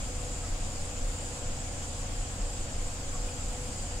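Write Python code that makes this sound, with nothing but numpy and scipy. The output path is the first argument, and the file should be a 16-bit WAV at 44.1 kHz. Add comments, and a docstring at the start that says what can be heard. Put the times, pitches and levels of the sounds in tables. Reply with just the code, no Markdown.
"""A low boom, a steady roar and a high hiss: inside the front of a bus cruising on a highway.
Road bumps shake the body, tyres and wind roar through the cabin, a six-cylinder diesel drones
and throbs, and the gears whine. Air hisses through a narrow gap; fittings squeak faintly at times."""
import sys
import numpy as np
from scipy import signal
from scipy.io import wavfile

SR = 44100
rng = np.random.default_rng(int(sys.argv[2]) if len(sys.argv) > 2 else 0)


def output_pcm(signal):
    """Save a mono or channel-first signal as 16-bit PCM at the path in sys.argv[1].

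    Samples are clipped to [-1, 1] before scaling.
    """
    pcm = np.clip(np.atleast_2d(signal).T, -1, 1) * 32767
    wavfile.write(sys.argv[1], SR, np.round(pcm).astype(np.int16))


N = 176400
T = np.arange(N) / SR
WHEEL_HZ = 6.13


def from_db(db):
    """Decibels to gain."""
    return 10 ** (np.asarray(db) / 20)


def unit_rms(x):
    """Scale to rms 1."""
    return x / np.sqrt(np.mean(x ** 2) + 1e-20)


def at_hz(points, hz):
    """Read a table on a log-frequency axis."""
    f_hz, value = np.transpose(points)
    return np.interp(np.log(hz), np.log(f_hz), value)


def envelope(points):
    """Gain over time from rows of t/s, level/dB."""
    return from_db(np.interp(T, *np.transpose(points)))


def drift(rate_hz):
    """Smooth random motion, rms 1."""
    hop, run_in = 40, 2000
    pole = np.exp(-2 * np.pi * rate_hz * hop / SR)
    white = rng.standard_normal(N // hop + run_in + 2)
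    slow = signal.lfilter([1], [1, -2 * pole, pole * pole], white)[run_in:]
    return np.interp(np.arange(N) / hop, np.arange(len(slow)), unit_rms(slow))


def band_noise(low_hz, high_hz):
    """Two independent band-passed noises."""
    sos = signal.butter(2, [low_hz, high_hz], "band", fs=SR, output="sos")
    return signal.sosfilt(sos, rng.standard_normal((2, N + SR // 4)))[:, -N:]


def stereo(pair, corr):
    """Mix two independent signals to a left-right correlation, clipped to +-1."""
    corr = np.clip(corr, -1, 1)
    return np.sqrt((1 + corr) / 2) * pair[0] + np.sqrt((1 - corr) / 2) * pair[1] * [[1], [-1]]


def resonances(rows):
    """Narrow stereo noise bands from rows of f/Hz, width/Hz, level/dB."""
    return sum(from_db(db) * unit_rms(band_noise(hz - width / 2, hz + width / 2))
               for hz, width, db in rows)


def turbulence(spectrum, edges_hz, flicker_db, correlation, balance):
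    """Noise in bands, each with its own flicker and stereo image; rms 1."""
    out = 0
    for low_hz, high_hz in zip(edges_hz, edges_hz[1:]):
        hz = np.sqrt(low_hz * high_hz)
        pan = from_db(at_hz(balance, hz) * np.array([[.5], [-.5]]))
        gain = from_db(at_hz(spectrum, hz) + flicker_db * drift(12.3))
        out = out + gain * pan * stereo(band_noise(low_hz, high_hz), at_hz(correlation, hz))
    return unit_rms(out)


def shaft_clock(wander):
    """Running time in s of a shaft whose speed wanders by the given fraction."""
    speed = drift(1.72)
    return T + wander * np.cumsum(speed - speed.mean()) / SR


def partial(clock_s, hz, db, corr, flutter):
    """One fluttering tone; cabin reflections shift its phase between the sides."""
    phase = 2 * np.pi * (hz * clock_s + rng.random()) + flutter * drift(1.5)
    shift = np.arccos(np.clip(corr, -1, 1)) * np.array([[.5], [-.5]])
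    return from_db(db) * np.sqrt(2) * unit_rms(1 + flutter * drift(4.2)) * np.sin(phase + shift)


def squeaks():
    """Fittings stick and slip unevenly; pitch and level rise and fall with the pressure."""
    # t/s, half length/s, peak f/Hz, peak level/dB
    rubs = [(.18, .018, 1310, -57), (.2, .03, 1130, -56), (.445, .028, 1295, -52.5),
            (.468, .025, 1150, -58), (1.724, .05, 1760, -60), (3.155, .05, 1135, -52),
            (3.291, .016, 2470, -51.5), (3.407, .025, 1310, -54.5)]
    droop, jitter_rad, slip_hz = .11, .55, 60
    out = 0
    for t_s, half_s, hz, db in rubs:
        stroke = np.clip((T - t_s) / half_s, -1, 1)
        pitch_hz = hz * (1 - droop * stroke ** 2)
        phase = 2 * np.pi * np.cumsum(pitch_hz) / SR + jitter_rad * drift(slip_hz)
        grain = unit_rms(1 + .3 * drift(slip_hz))
        pressure = np.cos(np.pi / 2 * stroke) ** 2
        out = out + from_db(db) * pressure * grain * np.sqrt(2) * np.sin(phase)
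    return out


def tyre_drone():
    """Uneven tyres drone at multiples of their turning rate."""
    # multiple of the wheel rate, level/dB
    orders = [(10, -53.5), (11, -57.5)]
    return sum(partial(T, k * WHEEL_HZ, db, corr=1, flutter=.15) for k, db in orders)


def gears():
    """Driveline tones; the main whine holds its pitch while it swells and fades."""
    # main whine: t/s, relative level/dB
    whine_level = [(0.04, -61), (.13, -51), (.25, -49.5), (.48, -59.5), (.9, -54.5), (1.47, -51.5),
                   (1.6, -58), (1.72, -53.5), (1.86, -58), (2.28, -60), (2.44, -53), (2.73, -57),
                   (2.84, -52), (3.0, -58.5), (3.28, -48.5), (3.42, -60), (3.54, -49.5), (3.7, -49),
                   (3.86, -66), (3.94, -50.5), (4, -51)]
    # weaker tones: f/Hz, level/dB, L-R correlation
    tones = [(239.5, -58.5, .92), (479.4, -60.3, .95), (573.6, -61.5, .9), (719.4, -60.3, .88)]
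    clock_s = shaft_clock(wander=.0004)
    whine = partial(clock_s, hz=497.4, db=.4, corr=.96, flutter=.04)
    weaker = sum(partial(clock_s, hz, db, corr, flutter=.15) for hz, db, corr in tones)
    return envelope(whine_level) * whine + weaker


def air_hiss():
    """A jet through a narrow gap, with faint whistles and a lower resonance that comes and goes."""
    # jet spectrum: f/Hz, relative density/dB
    spectrum = [(6000, -52), (6700, -8.5), (7100, 1.5), (7700, 0.5), (8150, -3), (8600, -10.5), (9400, -13),
                (10400, -18.5), (11200, -23), (12000, -27.5), (15500, -30)]
    # f/Hz, left minus right/dB
    balance = [(7200, 4), (8100, -5), (8550, 1), (9200, 0)]
    # t/s, level/dB
    jet_level = [(0, -45), (.27, -44.5), (.62, -46), (.79, -44.5), (.88, -46), (1.05, -45.5), (1.25, -44),
                 (1.45, -47), (1.9, -45), (2.25, -46.5), (2.55, -45.5), (2.67, -47.8), (2.95, -45.5),
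                 (3.1, -45.5), (3.5, -45.5), (3.62, -44.5), (3.88, -46), (4, -47.5)]
    # breathy gap resonance: f/Hz, width/Hz, relative level/dB
    ring_bands = [(4830, 220, -2), (5080, 300, -3.5)]
    # t/s, gain/dB
    ring_level = [(0, -58.5), (.62, -58.5), (.74, -56), (1.02, -60), (1.2, -57.5), (1.73, -60), (1.98, -57),
                  (2.33, -60), (2.55, -56.5), (2.66, -58.5), (3.58, -58.5), (3.73, -55), (4, -58)]
    # f/Hz, width/Hz, level/dB
    whistles = [(4060, 280, -68.5), (6590, 110, -58.5), (6930, 35, -55), (7150, 160, -59)]
    edges_hz = np.geomspace(6000, 16000, 23)
    jet = turbulence(spectrum, edges_hz, flicker_db=2.5, correlation=[(1, 1)], balance=balance)
    ring = envelope(ring_level) * resonances(ring_bands)
    return envelope(jet_level) * jet + ring + resonances(whistles)


def engine():
    """Partials of the diesel's four-stroke cycle; the firing tone throbs once per wheel turn."""
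    # multiple of the cycle rate, level/dB, L-R correlation
    orders = [(5, -55, .75), (7, -55, .95), (8, -54.5, .98), (9, -54.5, .99), (11, -64, .98),
              (14, -65, .85), (15, -65, .95), (18, -58, .95), (20, -58.5, .88), (21, -68, .9),
              (33, -66, .8), (36, -68, .8), (37, -69, .8), (39, -64, .85), (51, -66, .6), (54, -69, .6),
              (56, -64, .78), (58, -66, .9), (72, -71, .3), (78, -70, -.4), (90, -67.5, .7), (96, -73, .6),
              (100, -68, -.3), (108, -75, .2), (111, -71, -.4)]
    cycle_hz, cylinders = 14.345, 6
    throb_depth, throb_peak_s = .17, .015
    clock_s = shaft_clock(wander=.00073)
    throb = 1 + throb_depth * np.cos(2 * np.pi * WHEEL_HZ * (T - throb_peak_s))
    firing = partial(clock_s, cylinders * cycle_hz, db=-44.3, corr=.98, flutter=.05)
    drone = sum(partial(clock_s, k * cycle_hz, db, corr, flutter=.16) for k, db, corr in orders)
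    return throb * firing + drone


def road_roar():
    """Tyres and wind heard through the cabin, with humming resonances that swell once."""
    # roar spectrum: f/Hz, relative density/dB
    spectrum = [(45, 0), (65, -9.5), (100, -9.5), (125, -10), (160, -13.5), (210, -13), (280, -16.5),
                (330, -17.5), (420, -21.5), (480, -16.5), (560, -18.5), (640, -15.5), (780, -19),
                (1000, -20.5), (1400, -23.5), (2050, -26), (2900, -24), (3800, -28), (4400, -29.5),
                (4850, -25), (5500, -28.5), (6300, -23.5), (7000, -24), (7700, -41), (8600, -35),
                (10000, -44), (11500, -88), (16000, -58)]
    # f/Hz, L-R correlation before clipping
    correlation = [(50, 1), (120, 1), (180, 0.98), (250, 0.88), (400, .78), (550, 0.62), (800, 0.74),
                   (1100, -0.11), (1700, -0.2), (2450, 0.1), (3000, 0.14), (6600, -0.1), (10000, -2),
                   (12000, .8)]
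    # f/Hz, left minus right/dB
    balance = [(100, 2), (800, 0), (1500, 1.5), (3100, 4.5), (4200, 1), (4900, -8.5), (5800, 6),
               (6900, -0.5), (8600, -12), (10000, 3)]
    # tyre hum: f/Hz, width/Hz, level outside the swell/dB
    hum_bands = [(557, 13, -59.5), (725, 27, -65)]
    roar_db, flicker_db = -41.5, 1.2
    swell_db, swell_at_s, swell_half_s = 6, 3.27, .1
    hum = sum(from_db(db) * unit_rms(stereo(band_noise(hz - width / 2, hz + width / 2), corr=.44))
              for hz, width, db in hum_bands)
    swell = from_db(swell_db * np.exp(-((T - swell_at_s) / swell_half_s) ** 2))
    edges_hz = np.concatenate([np.geomspace(45, 4000, 28)[:-1], np.geomspace(4000, 16000, 15)])
    roar = turbulence(spectrum, edges_hz, flicker_db, correlation, balance)
    return from_db(roar_db) * roar + swell * hum


def body_boom():
    """Each bump swells a low, wavering swing of the body; road texture shakes it throughout."""
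    # road bumps: t/s, half length/s, f/Hz, peak level/dB
    bumps = [(.03, .03, 32, -34.5), (.17, .03, 32, -35.5), (.33, .07, 34, -35.5), (.535, .025, 22, -29),
             (.625, .025, 28, -31), (.82, .04, 21, -35.5), (1.05, .04, 26, -30.5), (1.25, .04, 23, -37.5),
             (1.5, .04, 22, -32), (1.7, .08, 19, -38.5), (2.03, .03, 28, -34.5), (2.13, .03, 29, -33.5),
             (2.21, .025, 26, -31), (2.44, .03, 33, -29.3), (2.61, .025, 23, -32.5), (2.83, .06, 19, -31.2),
             (3.11, .03, 18, -33.5), (3.22, .03, 30, -30.8), (3.47, .045, 26, -35), (3.81, .02, 21, -37),
             (3.93, .03, 31, -33.7)]
    floor_db, shake_db, wander_hz = -43.5, -43.5, 6.5
    times_s, _, pitches_hz, _ = np.transpose(bumps)
    swing_hz = np.interp(T, times_s, pitches_hz) + wander_hz * drift(12)
    bump_power = sum(from_db(db) ** 2 * np.exp(-((T - t_s) / half_s) ** 2)
                     for t_s, half_s, _, db in bumps)
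    power = from_db(floor_db) ** 2 + bump_power
    swing = np.sqrt(2 * power) * np.sin(2 * np.pi * np.cumsum(swing_hz) / SR)
    lowpass = signal.butter(4, 50, fs=SR, output="sos")
    shake = signal.sosfilt(lowpass, band_noise(low_hz=17, high_hz=52))
    return swing + from_db(shake_db) * unit_rms(stereo(shake, corr=.985))


def scene():
    """The cabin behind the driver, in stereo."""
    return body_boom() + road_roar() + tyre_drone() + engine() + gears() + air_hiss() + squeaks()


def record(dry):
    """Steep low-pass on the top treble."""
    cutoff_hz = 15700
    return signal.sosfilt(signal.ellip(12, .1, 90, cutoff_hz, fs=SR, output="sos"), dry)


dry = scene()
out = record(dry)
output_pcm(out)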